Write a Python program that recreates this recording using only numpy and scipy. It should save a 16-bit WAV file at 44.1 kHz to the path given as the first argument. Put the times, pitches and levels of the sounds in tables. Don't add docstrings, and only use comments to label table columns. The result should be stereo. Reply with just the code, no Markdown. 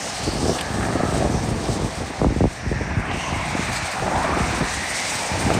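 import sys
import numpy as np
from scipy import signal
from scipy.fft import rfft, irfft, next_fast_len
from scipy.io import wavfile
from scipy.ndimage import uniform_filter1d, map_coordinates

SR = 44100
rng = np.random.default_rng(int(sys.argv[2]) if len(sys.argv) > 2 else 0)


def digitize_waveform(pressure):
    field = np.atleast_2d(pressure).T
    bounded = np.clip(field, -1, 1)
    quanta = np.round(bounded * 32767).astype(np.int16)
    wavfile.write(sys.argv[1], SR, quanta)


N = 246783
SIZE = next_fast_len(N + SR // 2)
HZ = np.maximum(np.arange(SIZE // 2 + 1) * SR / SIZE, 1)

# time in seconds, then tread roar, tread sizzle and spray in relative dB.
TYRE_LEVELS = [(0.0, -32, -36, -35.5), (0.2, -30, -34.5, -34), (0.38, -29, -38, -35.5),
               (0.47, -29.5, -40, -32.5), (0.56, -26.5, -38, -34.5), (0.65, -30, -35.5, -36),
               (0.85, -27.5, -38.5, -37), (1.0, -29.5, -37.5, -39.5), (1.18, -28, -37, -35.5),
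               (1.27, -29, -38, -38), (1.6, -29.5, -38, -38.5), (1.68, -27.5, -39.5, -36.5),
               (1.95, -30.5, -38.5, -38), (2.2, -29.5, -38.5, -41), (2.55, -36, -38.5, -43),
               (3.08, -28, -32, -44.5), (3.16, -30.5, -33, -39), (3.4, -27.5, -33.5, -38.5),
               (3.63, -28, -27.5, -36.5), (3.88, -29, -29, -35.5), (4.02, -27, -32, -37.5),
               (4.32, -25, -30, -36.5), (4.55, -28.5, -27.5, -34.5), (4.74, -31, -30, -33.5),
               (5.07, -29.5, -30.5, -29), (5.3, -29.5, -31, -33), (5.6, -29.5, -29.5, -34.5)]
LAYER_DB = (0, 3.5, 2)
# time abeam in seconds, time to cover its passing distance in seconds.
PICKUP = (1.0, 0.8)
HATCHBACK = (4.27, 0.5)
THIRD_CAR = (5.9, 0.7)
# frequency in Hz, gain in dB.
PICKUP_TONE = [(400, 0), (750, 3.5), (1050, -8), (1250, -2.5), (1450, -8), (1700, 6.5), (2300, -12.5),
               (3000, 1.5), (3850, -7.5), (4500, 6), (5300, -20), (8000, -3)]
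HATCHBACK_TONE = [(400, -6), (750, 4.5), (1100, -4), (1400, -4), (1700, -5), (2300, -6), (3000, -9.5),
                  (3600, 0.5), (5300, -3.5), (7000, -32), (8300, -7)]
THIRD_CAR_TONE = [(400, 2.5), (750, 6), (1350, -5), (1700, 1), (2300, 13), (5300, 6)]
# roar, sizzle and spray times in seconds.
LEADS = [(-2, -1.0, -3), (2.5, 0.7, 1.5), (5, 6, 7.5)]
MIST_DB, MIST_FOLLOWS = -37.5, 1.32
PLACED_SPRAY_DB = -6.5


def tyres():
    levels_db = [level + db for level, db in zip(in_time(TYRE_LEVELS), LAYER_DB)]
    levels_db.append(MIST_DB + MIST_FOLLOWS * (levels_db[2] + 36))
    surge = from_db(0.88 * drift(9.2))
    out = gliding_bands() + splash()
    cars = (PICKUP, HATCHBACK, THIRD_CAR)
    tones = (PICKUP_TONE, HATCHBACK_TONE, THIRD_CAR_TONE)
    layer_shares = [shares(starts) for starts in np.transpose(LEADS)]
    for car, tone, roar_share, sizzle_share, water_share in zip(cars, tones, *layer_shares):
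        roar, sizzle, water = tyre_layers(levels_db, surge)
        direct_water = water_share * from_db(PLACED_SPRAY_DB) * water
        common = roar_share * roar + sizzle_share * sizzle + direct_water
        own = filtered(common, response([(1, 0)] + tone + [(SR, 0)]))
        out = out + placed(own, bearing_ms(car))
    scattered = np.array([tyre_layers(levels_db, surge) for port in range(2)])
    for layer, db in enumerate((-4.5, -2.5, 0.1)):
        out = out + from_db(db) * scattered[:, layer]
    return out


# frequency in Hz, relative spectral level in dB.
ROAR = [(150, -2), (400, -5.5), (650, -0.5), (850, 2), (1150, 0.5), (1500, -7), (2500, -19)]
SIZZLE = [(800, -9.5), (1250, -1.5), (1600, 0), (2100, -1), (2700, -3.5), (3400, -18), (5000, -54)]
SPRAY = [(1800, -24), (2900, 4), (3600, 3.5), (5000, -1.5), (6000, -0.5), (7500, -17), (9500, -38)]
MIST = [(4500, -1.5), (6200, 2.5), (7200, 3.5), (8400, 2), (9500, -1), (10500, -10), (12500, -20.5),
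        (14000, -22), (15700, -2.5)]


def tyre_layers(levels_db, surge):
    roar_db, sizzle_db, spray_db, mist_db = levels_db
    roar = from_db(roar_db) * hiss(ROAR, 1.5, 61)
    sizzle = from_db(sizzle_db) * hiss(SIZZLE, 1.63, 45)
    water = from_db(spray_db) * hiss(SPRAY, 0.8, 40) + from_db(mist_db) * hiss(MIST, 2.25, 15.4)
    return roar, sizzle, surge * water


HANDOVER_S = 0.36


def shares(starts):
    t = np.arange(N) / SR
    come = [.5 + .5 * np.tanh((t - start) / HANDOVER_S) for start in starts] + [0]
    return [np.sqrt(now * (1 - later)) for now, later in zip(come, come[1:])]


# start in seconds, end in seconds, from Hz, to Hz, relative peak in dB,
# left over right in dB.
GLIDES = [(-0.33, 0.62, 5400, 5100, -36.5, 5.5), (0.052, 0.43, 4400, 4800, -32.5, -5),
          (-0.05, 0.16, 6400, 6700, -35.5, -3), (0.44, 0.58, 5200, 6600, -30.5, -3),
          (0.54, 0.6, 7000, 8400, -33.5, -2), (0.8, 1.27, 1170, 1310, -34, 2),
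          (1.5, 1.26, 6000, 5700, -40, 3), (0.5, 1.24, 1756, 1700, -44, 1), (1, 1.36, 700, 560, -28.5, -4),
          (2.5, 2.95, 1750, 1800, -35.5, -3.5), (2.7, 3.22, 1700, 1500, -34, -5),
          (2.4, 3.102, 5780, 6000, -43.5, 4.5), (2.952, 4, 1898, 2400, -35.5, -7),
          (3, 3.62, 1070, 990, -34, 11), (3.08, 3.3, 2600, 3130, -34.5, -5), (3, 3.5, 3100, 2700, -35, -7),
          (3.131, 3.38, 6180, 5900, -42, -13), (3.299, 3.951, 3140, 4500, -41, -8),
          (4, 4.3, 850, 810, -30.5, 1), (4, 4.5, 720, 1350, -27.5, -6), (4.48, 4.8, 1050, 1030, -34, -8),
          (4.5, 5.28, 1601, 2420, -32.5, -10.5), (4.55, 5.5, 4000, 5100, -39.5, -14),
          (5, 5.6, 1750, 1650, -36.5, -1), (4.9, 5.8, 930, 830, -34.5, 10)]
GLIDE_WIDTH = 0.16
GLIDE_FLICKER_DB = 1.5


def gliding_bands():
    t, out = np.arange(N) / SR, np.zeros((2, N))
    for start, end, from_hz, to_hz, peak_db, pan_db in GLIDES:
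        way = np.clip((t - start) / (end - start), 0, 1)
        lowpass = signal.butter(2, GLIDE_WIDTH * (from_hz + to_hz) / 4, fs=SR, output="sos")
        slow = signal.sosfilt(lowpass, rng.standard_normal((2, N)))
        cycles = np.cumsum(from_hz + (to_hz - from_hz) * way) / SR
        band = rms_one(np.real((slow[0] + 1j * slow[1]) * np.exp(2j * np.pi * cycles)))
        port_gains = from_db([[peak_db + pan_db / 2], [peak_db - pan_db / 2]])
        out += port_gains * np.sin(np.pi * way) * band
    out *= from_db(GLIDE_FLICKER_DB * drift(37))
    return np.array([pair(port, nearest_ms())[k] for k, port in enumerate(out)])


# start in seconds, slap in relative dB, spatter in relative dB,
# rise in seconds, lag of the left port in ms.
SPLASHES = [(0.581, -25, -30, 0.0082, 0.067), (0.608, -20.5, -21, 0.0036, 0.086),
            (3.715, -46, -26.5, 0.018, -0.28), (3.75, -46, -30, 0.019, -0.26),
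            (3.905, -54, -28.5, 0.014, -0.26), (4.226, -28, -32, 0.006, -0.086),
            (5.385, -50, -40, 0.016, 0.49), (5.535, -23, -25.5, 0.0067, 0.42)]
# frequency in Hz, relative spectral level in dB.
SLAP = [(1000, -24), (1600, -1), (2000, -5), (2600, 3.5), (3250, 6), (3900, 2), (4800, -20), (6500, -40)]
SPATTER = [(3000, -8), (5000, 6.5), (6500, 0.5), (8500, 0), (9500, 0), (12500, -20), (15700, -7)]


def splash():
    t, swell = np.arange(N) / SR, np.zeros((2, N))
    for s, slap_db, spatter_db, rise, _ in SPLASHES:
        age = np.maximum(t - s, 0) / max(rise, .002)
        swell += from_db([[slap_db], [spatter_db]]) * (age * np.exp(1 - age)) ** 2
    s, lag_ms = np.array(SPLASHES)[:, [0, 4]].T
    latest = np.maximum(np.searchsorted(s, t) - 1, 0)
    noise = swell[0] * hiss(SLAP, 2.0, 300) + swell[1] * hiss(SPATTER, 1.5, 200)
    return placed(noise, lag_ms[latest])


# time in seconds, relative strength in dB, extra for bright modes in dB.
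KNOCKS = [(0.809, -14.5, -4), (0.829, -16.5, 4.5), (0.834, -15, -1), (0.851, -15, 0), (0.926, -17, -4),
          (0.995, -11, -17), (1.003, -3.5, -22), (1.155, -6, -12), (1.224, -0.5, -22), (1.251, -3.5, -21),
          (3.114, -13.5, 4), (3.997, -20, 7), (4.024, -3.5, -20), (4.062, -9, -21), (4.079, -2.5, -13),
          (4.114, -6, -10.5), (4.16, -11, 0), (4.244, -1.5, -11), (4.325, -13, -18), (4.612, -4.5, -12),
          (5.353, -3.5, -25), (5.503, 4.5, -11), (5.513, 0, -22)]
# frequency in Hz, relative level in dB, 60 dB decay in seconds.
KNOCK_MODES = [(605, 8.5, 0.013), (790, 6, 0.013), (910, 5, 0.003), (1250, 13, 0.0095),
               (1730, 10.5, 0.0072), (2400, 9.5, 0.0057), (3300, 9.5, 0.0035)]
RATTLE_S, RATTLE_DB = 0.00501, -4
CROSSING_MS = 0.19


def knocks():
    s, peak_db, bright_db = np.transpose(KNOCKS)
    spread_db = rng.normal(0, 1.9, (len(s), len(KNOCK_MODES), 3))
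    late = rng.random((len(s), 3)) * [0, 1, 2]
    times = (s[:, None] + RATTLE_S * late).ravel()
    out = 0
    for k, (hz, level_db, t60) in enumerate(KNOCK_MODES):
        r, w = from_db(-60 / (t60 * SR)), 2 * np.pi * hz / SR
        mode_db = peak_db + level_db + bright_db * (hz > 1100) - 14.5
        touch_db = mode_db[:, None] + RATTLE_DB * np.arange(3) + spread_db[:, k]
        blows = clicks(times, from_db(touch_db).ravel())
        ring = signal.lfilter([0, np.sin(w)], [1, -2 * r * np.cos(w), r * r], blows + 1e-18)
        out = out + (-1) ** k * ring
    return placed(out, np.clip(nearest_ms(), -CROSSING_MS, CROSSING_MS))


# frequency in Hz, relative spectral level in dB.
RUMBLE = [(20, -47), (40, -4.5), (60, 4), (100, 3.5), (170, -1), (260, -11), (420, -25.5), (800, -85)]
FLUTTER = [(120, -13.5), (230, 1), (330, 0.5), (480, -2.5), (800, -11), (1300, -24), (2500, -65)]
PUFF_CYCLES = 1.0966


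def wind():
    rumble, flutter = gusts()
    dispersion = falling(HZ, PUFF_CYCLES)
    low, high = response(RUMBLE) * dispersion, response(FLUTTER) * dispersion
    streams = []
    for flutter_db in (0, -7, -7):
        born = rng.random(N) < 250 / SR
        sizes = from_db(2.63 * np.minimum(rng.exponential(1, N), 4))
        eddies = born * sizes * rng.choice([-1, 1], N)
        bright = flutter * from_db(flutter_db) * rms_one(filtered(eddies, high))
        streams.append(rms_one(filtered(eddies, low)) + bright)
    strong = puffs()
    lull = 1 / (1 + 0.24 * uniform_filter1d(np.abs(strong), size=1500))
    level = rumble * lull
    sweep_ms = 0.22 + 0.26 * drift(1.47)
    shared = pair(level * streams[0] + strong, sweep_ms) * from_db([[0.3], [-0.3]])
    return shared + from_db(-3.0) * level * np.array(streams[1:])


# time in seconds, rumble in relative dB, flutter in relative dB.
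PUFFS = [(0.277, -17.5, -9), (0.429, -15.5, -9), (0.442, -20, -11), (0.456, -21.5, -9),
         (0.483, -21.5, -8.5), (0.494, -16, -8), (0.503, -20.5, -9), (0.511, -16, -12), (0.703, -17.5, -17),
         (0.739, -18, -28), (0.802, -25.5, -26), (0.955, -23, -7.5), (1.033, -14.5, -9), (1.166, -24, -11),
         (1.206, -20, -10), (1.223, -17.5, -21), (1.244, -20.5, -7.5), (1.259, -20.5, -7.5),
         (1.341, -8.5, -10.5), (1.295, -10, -17), (1.483, -13.5, -19), (1.512, -13, -14), (1.621, -24, -28),
         (1.731, -19, -26), (1.844, -13.5, -16), (2.009, -33, -10.5), (2.103, -34, -15), (2.215, -9, -4.5),
         (2.244, -3.5, -4), (2.266, -11, -31), (2.304, -11.5, -10), (2.361, -12.5, -9.5), (2.405, -5.5, -3),
         (2.43, -11, -12), (2.439, -5.5, -3), (2.47, -13.5, -35), (2.66, -9.5, -23), (2.714, -11.5, -10.5),
         (2.811, -21, -12.5), (2.964, -7, -42), (2.985, -17.5, -24), (3.098, -29, -26), (3.144, -20, -16),
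         (3.322, -12, -14), (3.551, -20.5, -10.5), (3.593, -18, -10.5), (3.689, -24, -20),
         (4.163, -14.5, -47), (4.322, -16.5, -21), (4.373, -28, -11.5), (4.402, -7, -17),
         (4.529, -29.5, -22), (4.608, -10.5, -10.5), (4.62, -15, -14), (5.313, -14.5, -30),
         (5.447, -17.5, -29), (5.477, -13.5, -17), (5.579, -7, -19)]
STRONG_CYCLES = 1.25
PUFF_FALL_PER_DB = 0.08
SHARPEN_DB = 1.63
PUFF_TAIL_S, PUFF_TAIL_DB = 0.02, -1.5
LEAD_IN = 200


def puffs():
    step, out = 32, np.zeros(N + SIZE)
    hz, low, high = HZ[::step], response(RUMBLE)[::step], response(FLUTTER)[::step]
    low, high = low / irfft(low).max(), high / irfft(high).max()
    octaves = np.log2(np.clip(hz, 400, 2500) / 400)
    for (s, low_db, high_db), chance in zip(PUFFS, rng.uniform(-1, 1, (len(PUFFS), 7))):
        sign = np.sign(chance[0])
        edge = high * from_db(SHARPEN_DB * (high_db + 7.5) * octaves)
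        delays = PUFF_TAIL_S * np.abs(chance[4:])
        tail = chance[1:4] @ np.exp(-2j * np.pi * np.outer(delays, hz))
        bright = sign * edge + from_db(PUFF_TAIL_DB) * tail * np.minimum(edge, high)
        both = sign * from_db(low_db) * low + from_db(high_db) * bright
        cycles = np.clip(STRONG_CYCLES + PUFF_FALL_PER_DB * (low_db + 8), 0, 2)
        shape = np.roll(irfft(both * falling(hz, cycles)), LEAD_IN)
        at = int(s * SR) - LEAD_IN
        out[at:at + len(shape)] += shape
    return out[:N]


LOW_SWING = 26


def falling(hz, cycles):
    return np.exp(-2j * np.pi * (cycles * np.log(hz) - LOW_SWING / np.maximum(hz, 30)))


# start in seconds, end of hold in seconds, rumble in relative dB,
# flutter over rumble in dB.
GUSTS = [(0.204, 0.531, -30.5, -1.5), (0.56, 0.7, -37, -25), (0.694, 1.155, -29.5, -1),
         (1.14, 1.876, -27.5, -3), (1.972, 2.011, -21.5, -6), (2.182, 2.285, -21, -9),
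         (2.323, 2.465, -31, -28), (2.602, 3.025, -30.5, -12.5), (3.04, 3.184, -33.5, -2),
         (3.2, 3.84, -33.5, -19), (3.977, 4.63, -33, 0), (4.69, 4.81, -39, -8), (5.308, 5.45, -31, -2.5),
         (5.42, 5.7, -27.5, 0)]
GUST_RISE_S, GUST_FALL_S = 0.059, 0.02
CALM_DB, CALM_FLUTTER_DB = -41, -5


def gusts():
    t = np.arange(N) / SR
    rumble = from_db(CALM_DB) + 0 * t
    flutter = rumble * from_db(CALM_FLUTTER_DB)
    for start, end, level_db, flutter_db in GUSTS:
        rise = np.clip((t - start) / GUST_RISE_S, 0, 1)
        fall = np.exp(-np.maximum(t - end, 0) / GUST_FALL_S)
        shape = from_db(level_db) * rise * fall
        rumble, flutter = rumble + shape, flutter + from_db(flutter_db) * shape
    return rumble, flutter / rumble


PORT_GAP_MS = 0.42
SWING_AT_S, SWING_S, SWING_MS = 3.34, 0.19, 0.072


def bearing_ms(vehicle):
    t = np.arange(N) / SR
    abeam_s, passing_s = vehicle
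    along = (t - abeam_s) / passing_s
    swing = SWING_MS * np.exp(-((t - SWING_AT_S) / SWING_S) ** 2)
    return PORT_GAP_MS * along / np.sqrt(1 + along ** 2) + swing


def nearest_ms():
    t = np.arange(N) / SR
    return np.select([t < 2, t < 5.2], [bearing_ms(PICKUP), bearing_ms(HATCHBACK)], bearing_ms(THIRD_CAR))


def pair(x, lag_ms):
    n, half = np.arange(N), lag_ms * SR / 2000
    return np.array([map_coordinates(x, [n - side * half], order=3, mode="nearest") for side in (1, -1)])


SHADOW_DB_PER_MS = 3


def placed(x, lag_ms):
    return pair(x, lag_ms) * from_db(SHADOW_DB_PER_MS * np.array([-lag_ms, lag_ms]) / 2)


def hiss(colour, flicker_db, rate):
    noise = filtered(rng.standard_normal(N), response(colour))
    return rms_one(noise * from_db(flicker_db * drift(rate)))


def drift(rate):
    r = np.exp(-80 * np.pi * rate / SR)
    noise = rng.standard_normal(N // 40 + 2002)
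    slow = signal.lfilter([1], [1, -2 * r, r * r], noise)[2000:]
    return np.interp(np.arange(N) / 40, np.arange(len(slow)), rms_one(slow))


def clicks(times, gains):
    out = np.zeros(N)
    np.add.at(out, np.clip((np.asarray(times) * SR).astype(int), 0, N - 1), gains)
    return out


def response(points):
    hz, db = np.transpose(points)
    return from_db(np.interp(np.log(HZ), np.log(hz), db, left=-120, right=-120))


def filtered(x, gain):
    return irfft(rfft(x, SIZE) * gain, SIZE)[..., :N]


def in_time(rows):
    s, *columns = np.transpose(rows)
    return [np.interp(np.arange(N) / SR, s, c) for c in columns]


def from_db(db):
    return 10 ** (np.asarray(db) / 20)


def rms_one(x):
    return x / np.sqrt(np.mean(x ** 2) + 1e-20)


# frequency in Hz, share from 0 to 1.
BORROWED = [(1500, 0.14), (2800, 0.78), (4500, 0), (6500, 0), (8000, 0.7), (10500, 0.88), (15000, 1)]
BORROW_MS = .294
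# frequency in Hz, left over right in dB.
PORTS = [(60, 0.0), (110, 0), (200, 8), (380, -2), (700, 1.5), (1290, -0.5), (2380, -2.5), (4400, 5.5),
         (8120, 0), (15000, -0.5)]
# frequency in Hz, gain in dB.
WIDTH = [(400, -3), (800, -1), (1300, 3.2), (2500, -2), (5000, -4.5), (8000, 1)]


def scene():
    left, right = tyres() + knocks()
    hz, amount = np.transpose(BORROWED)
    share = np.clip(np.interp(np.log(HZ), np.log(hz), amount), 0, 1)
    late = -np.exp(-2j * np.pi * HZ * BORROW_MS / 1000)
    left = filtered(left, np.sqrt(1 - share ** 2)) + filtered(right, share * late)
    lean = np.sqrt(response([(1, 0)] + PORTS + [(SR, 0)]))
    left, right = filtered(np.array([left, right]), np.array([lean, 1 / lean]))
    side = filtered(left - right, response([(1, -17)] + WIDTH + [(SR, 0)]))
    return (left + right + side * [[1], [-1]]) / 2 + wind()


CUTOFF_HZ = 16100


def record(dry):
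    rounded = 0.76 * np.tanh(dry / 0.85)
    return signal.sosfilt(signal.cheby2(12, 70, CUTOFF_HZ, fs=SR, output="sos"), rounded)


dry = scene()
out = record(dry)
digitize_waveform(out)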